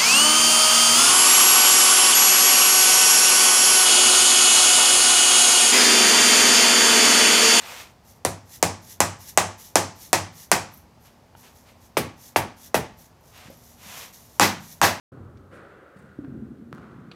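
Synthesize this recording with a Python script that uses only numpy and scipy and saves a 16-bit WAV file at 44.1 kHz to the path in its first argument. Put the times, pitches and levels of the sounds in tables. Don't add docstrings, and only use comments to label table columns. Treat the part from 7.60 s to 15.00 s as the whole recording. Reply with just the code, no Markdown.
import sys
import numpy as np
from scipy import signal
from scipy.fft import rfft, irfft
from scipy.io import wavfile

SR = 44100
rng = np.random.default_rng(int(sys.argv[2]) if len(sys.argv) > 2 else 0)


def wav_record(signal):
    frames = np.transpose(np.atleast_2d(signal))
    bounded = np.clip(frames, -1, 1)
    quanta = np.round(bounded * 32767).astype(np.int16)
    wavfile.write(sys.argv[1], SR, quanta)


N = 326307
AFTER = np.arange(SR // 2) / SR

# start in seconds, thump level in dB, thump pitch in Hz,
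# then the relative levels in dB of clack, crack, shot slam and bench ring.
BLOWS = [(0.6497, -12, 690, -24.5, -14, -23.5, -31.5), (1.027, -7.5, 740, -15.5, -9.5, -18, -29.5),
         (1.4037, -6, 800, -12, -8, -15.5, -28), (1.7747, -3, 814, -9.5, -6.5, -16, -30),
         (2.156, -5.5, 754, -12, -8.5, -14, -30.5), (2.53, -6.5, 827, -21, -8, -14, -28.5),
         (2.9156, -4.5, 824, -10.5, -5.5, -13, -34), (4.3691, -7.5, 588, -15, -31.5, -17.5, -34.5),
         (4.7601, -6, 804, -10, -34.5, -16.5, -34.5), (5.1433, -8, 720, -23, -23, -17, -38.5),
         (6.7970, -3.5, 1065, -20, -10, -11.5, -27.5), (7.2154, -4.5, 985, -20, -17, -12, -27)]


def from_db(db):
    return 10 ** (np.asarray(db) / 20)


def rms_one(x):
    return x / np.sqrt(np.mean(x ** 2) + 1e-20)


def filtered(x, kind, hz, order=2):
    return signal.sosfilt(signal.butter(order, hz, kind, fs=SR, output="sos"), x)


def at_hz(points, hz):
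    point_hz, values = np.transpose(points)
    return np.interp(np.log(hz), np.log(point_hz), values)


def coloured(spectrum, white):
    gain = from_db(at_hz(spectrum, np.linspace(1, SR / 2, len(white) // 2 + 1)))
    return irfft(rfft(white) * rms_one(gain), len(white))


def add(out, start, wave):
    i = round(start * SR)
    out[i:i + len(wave)] += wave[:N - i]


def clicks_at(times, levels_db):
    out = np.zeros(N)
    out[np.round(np.asarray(times) * SR).astype(int)] = from_db(levels_db)
    return out


def ring(clicks, hz, t60):
    decay, step = from_db(-60 / (t60 * SR)), 2 * np.pi * hz / SR
    return signal.lfilter([0, np.sin(step)], [1, -2 * decay * np.cos(step), decay ** 2], clicks + 1e-18)


def pellets(per_s, spread_db):
    sizes = from_db(spread_db * np.minimum(rng.exponential(1, N), 4)) * rng.choice([-1, 1], N)
    return rms_one(sizes * (rng.random(N) < per_s / SR))


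def envelope(rise, t60):
    return (1 - np.exp(-AFTER / rise)) * from_db(-60 * np.maximum(AFTER - 2 * rise, 0) / t60)


def surge(start, swell, hold, fade_db_per_s, shape):
    t = np.arange(N) / SR - start
    attack = np.sin(np.pi / 2 * np.clip(t / swell, 0, 1)) ** shape
    return attack * from_db(-fade_db_per_s * np.maximum(t - swell - hold, 0))


def spot(time):
    # start in seconds, body level against the thump in dB,
    # slam rise and t60 in seconds, slam bass and treble boosts in dB, bench shudder in dB.
    spots = [(0, -11, 0.0016, 0.13, 3.5, -4, -35), (4, -8, .0022, 0.11, 1.5, 15, -28.5),
             (6, -21, .015, 0.2, 2.5, 11.5, -32.5)]
    return [row[1:] for row in spots if row[0] <= time][-1]


def room_tone():
    # frequency in Hz, relative level in dB.
    colour = [(15, -40.5), (25, -0.5), (80, 1.5), (238, -8), (349, -13), (831, -11), (1430, -20.5),
              (3810, -29.5), (4860, -27), (8600, -36), (11900, -37.5), (15200, -38), (16500, -57)]
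    hum = np.sqrt(2) * np.sin(2 * np.pi * 240 * np.arange(N) / SR)
    return from_db(-53.5) * coloured(colour, rng.standard_normal(N)) + from_db(-68) * hum


def sliding_shot():
    # start and swell in seconds, hiss in dB, fade in dB per second.
    shakes = [(0.433, 0.094, -55, 260), (.85, .11, -46.5, 331.5), (1.215, 0.11, -44.5, 300.5),
              (1.585, 0.11, -43, 300), (1.973, 0.086, -42.5, 297), (2.345, 0.12, -44, 323),
              (2.72, 0.12, -46, 297), (3.11, 0.058, -52, 220), (3.391, 0.072, -61.5, 150),
              (3.76, 0.042, -55, 90.5), (3.95, 0.053, -61.5, 152), (4.06, 0.032, -69, 174),
              (4.2, .06, -61, 239), (4.56, 0.13, -50, 300), (4.961, 0.1, -47.5, 323),
              (5.365, 0.056, -53, 189), (5.594, 0.18, -57.5, 64), (5.9, 0.052, -58, 80),
              (6.03, 0.1, -57, 170), (6.525, 0.021, -52.5, 58), (6.63, 0.15, -60.5, 260),
              (6.985, 0.15, -48.5, 206)]
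    # start, swell and hold in seconds, hiss and rumble in dB.
    pours = [(-.04, .1, 0.15, -49, -40.5), (3.443, .015, .01, -69, -57.5), (3.816, 0.025, 0.03, -69, -54),
             (4.045, 0.039, 0.015, -70.5, -56.5), (5.709, 0.072, 0.089, -76, -50),
             (6.163, 0.23, .04, -46.5, -42.5)]
    # frequency in Hz, relative level in dB.
    hiss_colour = [(880, -43), (1500, -12.5), (1910, -3.5), (2630, -11.5), (2880, -4.5), (3120, -9),
                   (3350, -3.5), (4800, -4), (5810, 2.5), (7030, -0.5), (8510, -6.5), (11700, -0.5),
                   (14900, -4), (16000, -22.5), (16500, -22.5)]
    rumble_colour = [(180, -20), (300, -17), (447, -8), (767, -2), (824, -5), (923, -3), (1680, -6),
                     (2470, -4), (9000, -17), (11700, -38), (19800, -120)]
    hiss_gain, rumble_gain = np.zeros((2, N))
    for start, swell, hiss_db, fade in shakes:
        hiss_gain += from_db(hiss_db) * surge(start, swell, 0, fade, shape=0.81)
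    for start, swell, hold, hiss_db, rumble_db in pours:
        flow = surge(start, swell, hold, fade_db_per_s=187, shape=1.22)
        hiss_gain += from_db(hiss_db) * flow
        rumble_gain += from_db(rumble_db) * flow
    clumps_per_s, clump_db = 26, 2.5
    clumps = np.interp(np.arange(N) / SR * clumps_per_s, np.arange(600), rng.standard_normal(600))
    hiss = coloured(hiss_colour, pellets(4400, spread_db=0))
    rumble = coloured(rumble_colour, pellets(5000, spread_db=-1.5))
    return from_db(clump_db * clumps) * hiss_gain * hiss + rumble_gain * rumble


def falling_wave(hz, peak_s, glide, fade):
    t = AFTER / peak_s
    cycles = hz * peak_s * t ** (1 - glide) / (1 - glide)
    return t ** 1.09 * np.exp(1.5 / fade * (1 - t ** fade)) * np.sin(2 * np.pi * cycles)


def thumps():
    body = falling_wave(hz=393.8, peak_s=0.00441, glide=0.4194, fade=3.0)
    clack = falling_wave(hz=2344, peak_s=0.00094, glide=0.15, fade=0.77)
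    out = np.zeros(N)
    for start, thump_db, hz, clack_db, *_ in BLOWS:
        body_db = spot(start)[0]
        head = falling_wave(hz, peak_s=1.656 / hz, glide=0.5752, fade=1.5)
        add(out, start, from_db(thump_db) * (head + from_db(body_db) * body) + from_db(clack_db) * clack)
    return out


def cracks():
    gain = np.zeros(N)
    for start, *_, crack_db, _, _ in BLOWS:
        add(gain, start, from_db(crack_db + 5.5) * envelope(rise=0.00021, t60=0.0067))
    return gain * rms_one(filtered(rng.standard_normal(N), "band", [5200, 10400]))


def shot_slam():
    # frequency in Hz, relative level in dB.
    colour = [(88, -33), (150, 13), (442, 0), (847, 11), (1310, 0.5), (1410, 4), (1970, 7), (2310, 1),
              (2500, 5.5), (3040, -2), (5820, 1), (7810, -4), (11100, -21), (15000, -19.5), (16500, -61)]
    grains = coloured(colour, pellets(9000, spread_db=-0.5))
    grains = filtered(grains, "high", 260)
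    bass, treble = filtered(grains, "low", 1500), filtered(grains, "band", [10000, 14500])
    gain, bass_gain, treble_gain = np.zeros((3, N))
    for start, *_, slam_db, _ in BLOWS:
        _, rise, t60, bass_db, treble_db, _ = spot(start)
        landing = from_db(slam_db) * envelope(rise, t60)
        add(gain, start + 0.00023, landing)
        add(bass_gain, start + 0.00086, landing * (from_db(bass_db) - 1))
        add(treble_gain, start + 0.0026, landing * (from_db(treble_db) - 1))
    return gain * grains + bass_gain * bass + treble_gain * treble


def casting():
    # pitch in Hz, relative level in dB, t60 in seconds.
    main_modes = [(345, -3, 0.33), (408, -5, 0.24), (534, -3.5, 0.29), (748, -12.5, 0.2), (760, 1, 0.067),
                  (870, -13, 0.68), (900, -20.5, .14), (940, -14.5, 0.074), (1123, -7.5, 0.41),
                  (1094, -40.5, .14), (1140, -6.5, .14), (1420, -21.5, .14), (6560, -36.5, .12)]
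    higher_modes = [(1410, -24.5, .12), (1630, -23, .1), (2000, -22.5, .1), (2227, -25, .1),
                    (2470, -25, .1), (2700, -25.5, .18)]
    starts, thump_db, _, clack_db, *_ = np.transpose(BLOWS)
    scatter_db = rng.normal(0, 3, (len(starts), len(main_modes) + len(higher_modes)))
    out = np.zeros(N)
    for k, (hz, mode_db, t60) in enumerate(main_modes):
        out += ring(clicks_at(starts + 0.0028, thump_db + mode_db - 24 + scatter_db[:, k]), hz, t60)
    for k, (hz, mode_db, t60) in enumerate(higher_modes):
        out += ring(clicks_at(starts + 0.001, clack_db + mode_db + scatter_db[:, -1 - k]), hz, t60)
    return out


def workshop(x):
    # frequency in Hz, t60 in seconds.
    decay_times = [(60, 1), (150, 0.87), (400, 0.27), (1000, 0.38), (2500, 0.38), (6000, 0.35),
                   (15000, 0.11)]
    edges_hz = 63 * 2 ** np.arange(0, 8.2, 1 / 3)
    white, out = rng.standard_normal((2, N)), np.zeros(N)
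    for k, band in enumerate(zip(edges_hz, edges_hz[1:])):
        hz = np.sqrt(band[0] * band[1])
        leak = from_db(-120 / (at_hz(decay_times, hz) * SR))
        fill = np.exp(-1 / ((0.00067 + 1.8 / hz) * SR))
        power = filtered(x, "band", band) ** 2
        stored = signal.lfilter([(1 - leak) * (1 - fill)], np.convolve([1, -leak], [1, -fill]), power)
        tail = np.sqrt(np.abs(stored)) * rms_one(filtered(white[k % 2], "band", band))
        add(out, 0.0037, tail)
    return out


def bench():
    low_hz, beat_hz, rise_s = 98.8, 10.5, 0.017
    starts, *_, ring_db = np.transpose(BLOWS)
    push = clicks_at(starts + 0.01, ring_db + 5)
    modes = from_db(-5) * ring(push, hz=178.5, t60=0.28)
    for hz, mode_db in ((low_hz, 0), (low_hz - beat_hz, -8)):
        modes += from_db(mode_db) * (ring(push, hz, t60=0.4) - ring(push, hz, t60=rise_s * np.log(1000)))
    shudder = np.zeros(N)
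    for start in starts:
        shudder_db = spot(start)[-1]
        add(shudder, start + 0.0054, from_db(shudder_db) * envelope(rise=0.016, t60=0.28))
    return modes + shudder * rms_one(filtered(rng.standard_normal(N), "band", [72.5, 240]))


def echoes(x):
    # delay in seconds, level in dB.
    surfaces = [(.011, -17.5), (0.0181, -25), (.024, -23), (.033, -23)]
    out, dull = np.zeros(N), filtered(x, "low", 5000, order=1)
    for delay, level_db in surfaces:
        add(out, delay, from_db(level_db) * dull)
    return out


def bright_ticks():
    # start in seconds, level in dB.
    ticks = [(3.138, -45), (3.146, -48), (3.16, -60), (3.193, -61), (3.41, -59), (3.426, -60), (3.437, -56),
             (3.81, -49), (5.388, -48), (5.608, -61), (5.777, -50), (5.901, -53), (5.951, -57),
             (6.044, -53), (6.086, -52), (6.534, -61), (6.605, -58.5), (6.653, -52), (6.735, -58),
             (7.04, -53), (7.12, -40)]
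    # pitch in Hz, relative level in dB, t60 in seconds.
    modes = [(11800, -9, 0.024), (11880, -4.5, 0.027), (12900, -17, 0.027), (13300, -21, 0.027),
             (14200, -13, 0.036)]
    starts, level_db = np.transpose(ticks)
    lag_s = np.hstack([np.zeros((len(starts), 1)), rng.uniform(0.0018, 0.04, (len(starts), 3))])
    scatter_db = rng.normal(0, 5, (len(starts), 4, len(modes)))
    touch_db = level_db[:, None] - 250 * lag_s
    return sum(ring(clicks_at(starts[:, None] + lag_s, touch_db + mode_db + scatter_db[..., k]), hz, t60)
               for k, (hz, mode_db, t60) in enumerate(modes))


def taps():
    # start in seconds, level in dB, pitch in Hz, t60 in seconds.
    touches = [(3.45, -60, 1500, .015), (3.751, -40, 900, 0.022), (3.751, -41, 1350, .012),
               (3.7525, -45, 3000, .008), (5.839, -46, 106.4, .05), (5.857, -37, 130, 0.048),
               (5.884, -33.5, 224, 0.023), (5.9, -42, 250, 0.035), (5.901, -37, 540, 0.043),
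               (5.924, -44, 150, .04), (6.261, -38.5, 195, 0.056), (6.304, -49, 130, .04)]
    return sum(ring(clicks_at([start], level_db), hz, t60) for start, level_db, hz, t60 in touches)


def scene():
    impacts = thumps() + shot_slam() + cracks() + bright_ticks() + taps()
    room = echoes(impacts) + from_db(-7) * workshop(impacts)
    return (impacts + room + casting() + bench() + sliding_shot() + room_tone())[None]


def record(dry):
    low_cut_hz, ceiling, top_cut_hz = 58, 0.95, 16400
    thin = filtered(dry, "high", low_cut_hz, order=3)
    rounded = thin / (1 + (thin / ceiling) ** 4) ** (1 / 4)
    return signal.sosfilt(signal.cheby2(20, 70, top_cut_hz, fs=SR, output="sos"), rounded)


dry = scene()
out = record(dry)
wav_record(out)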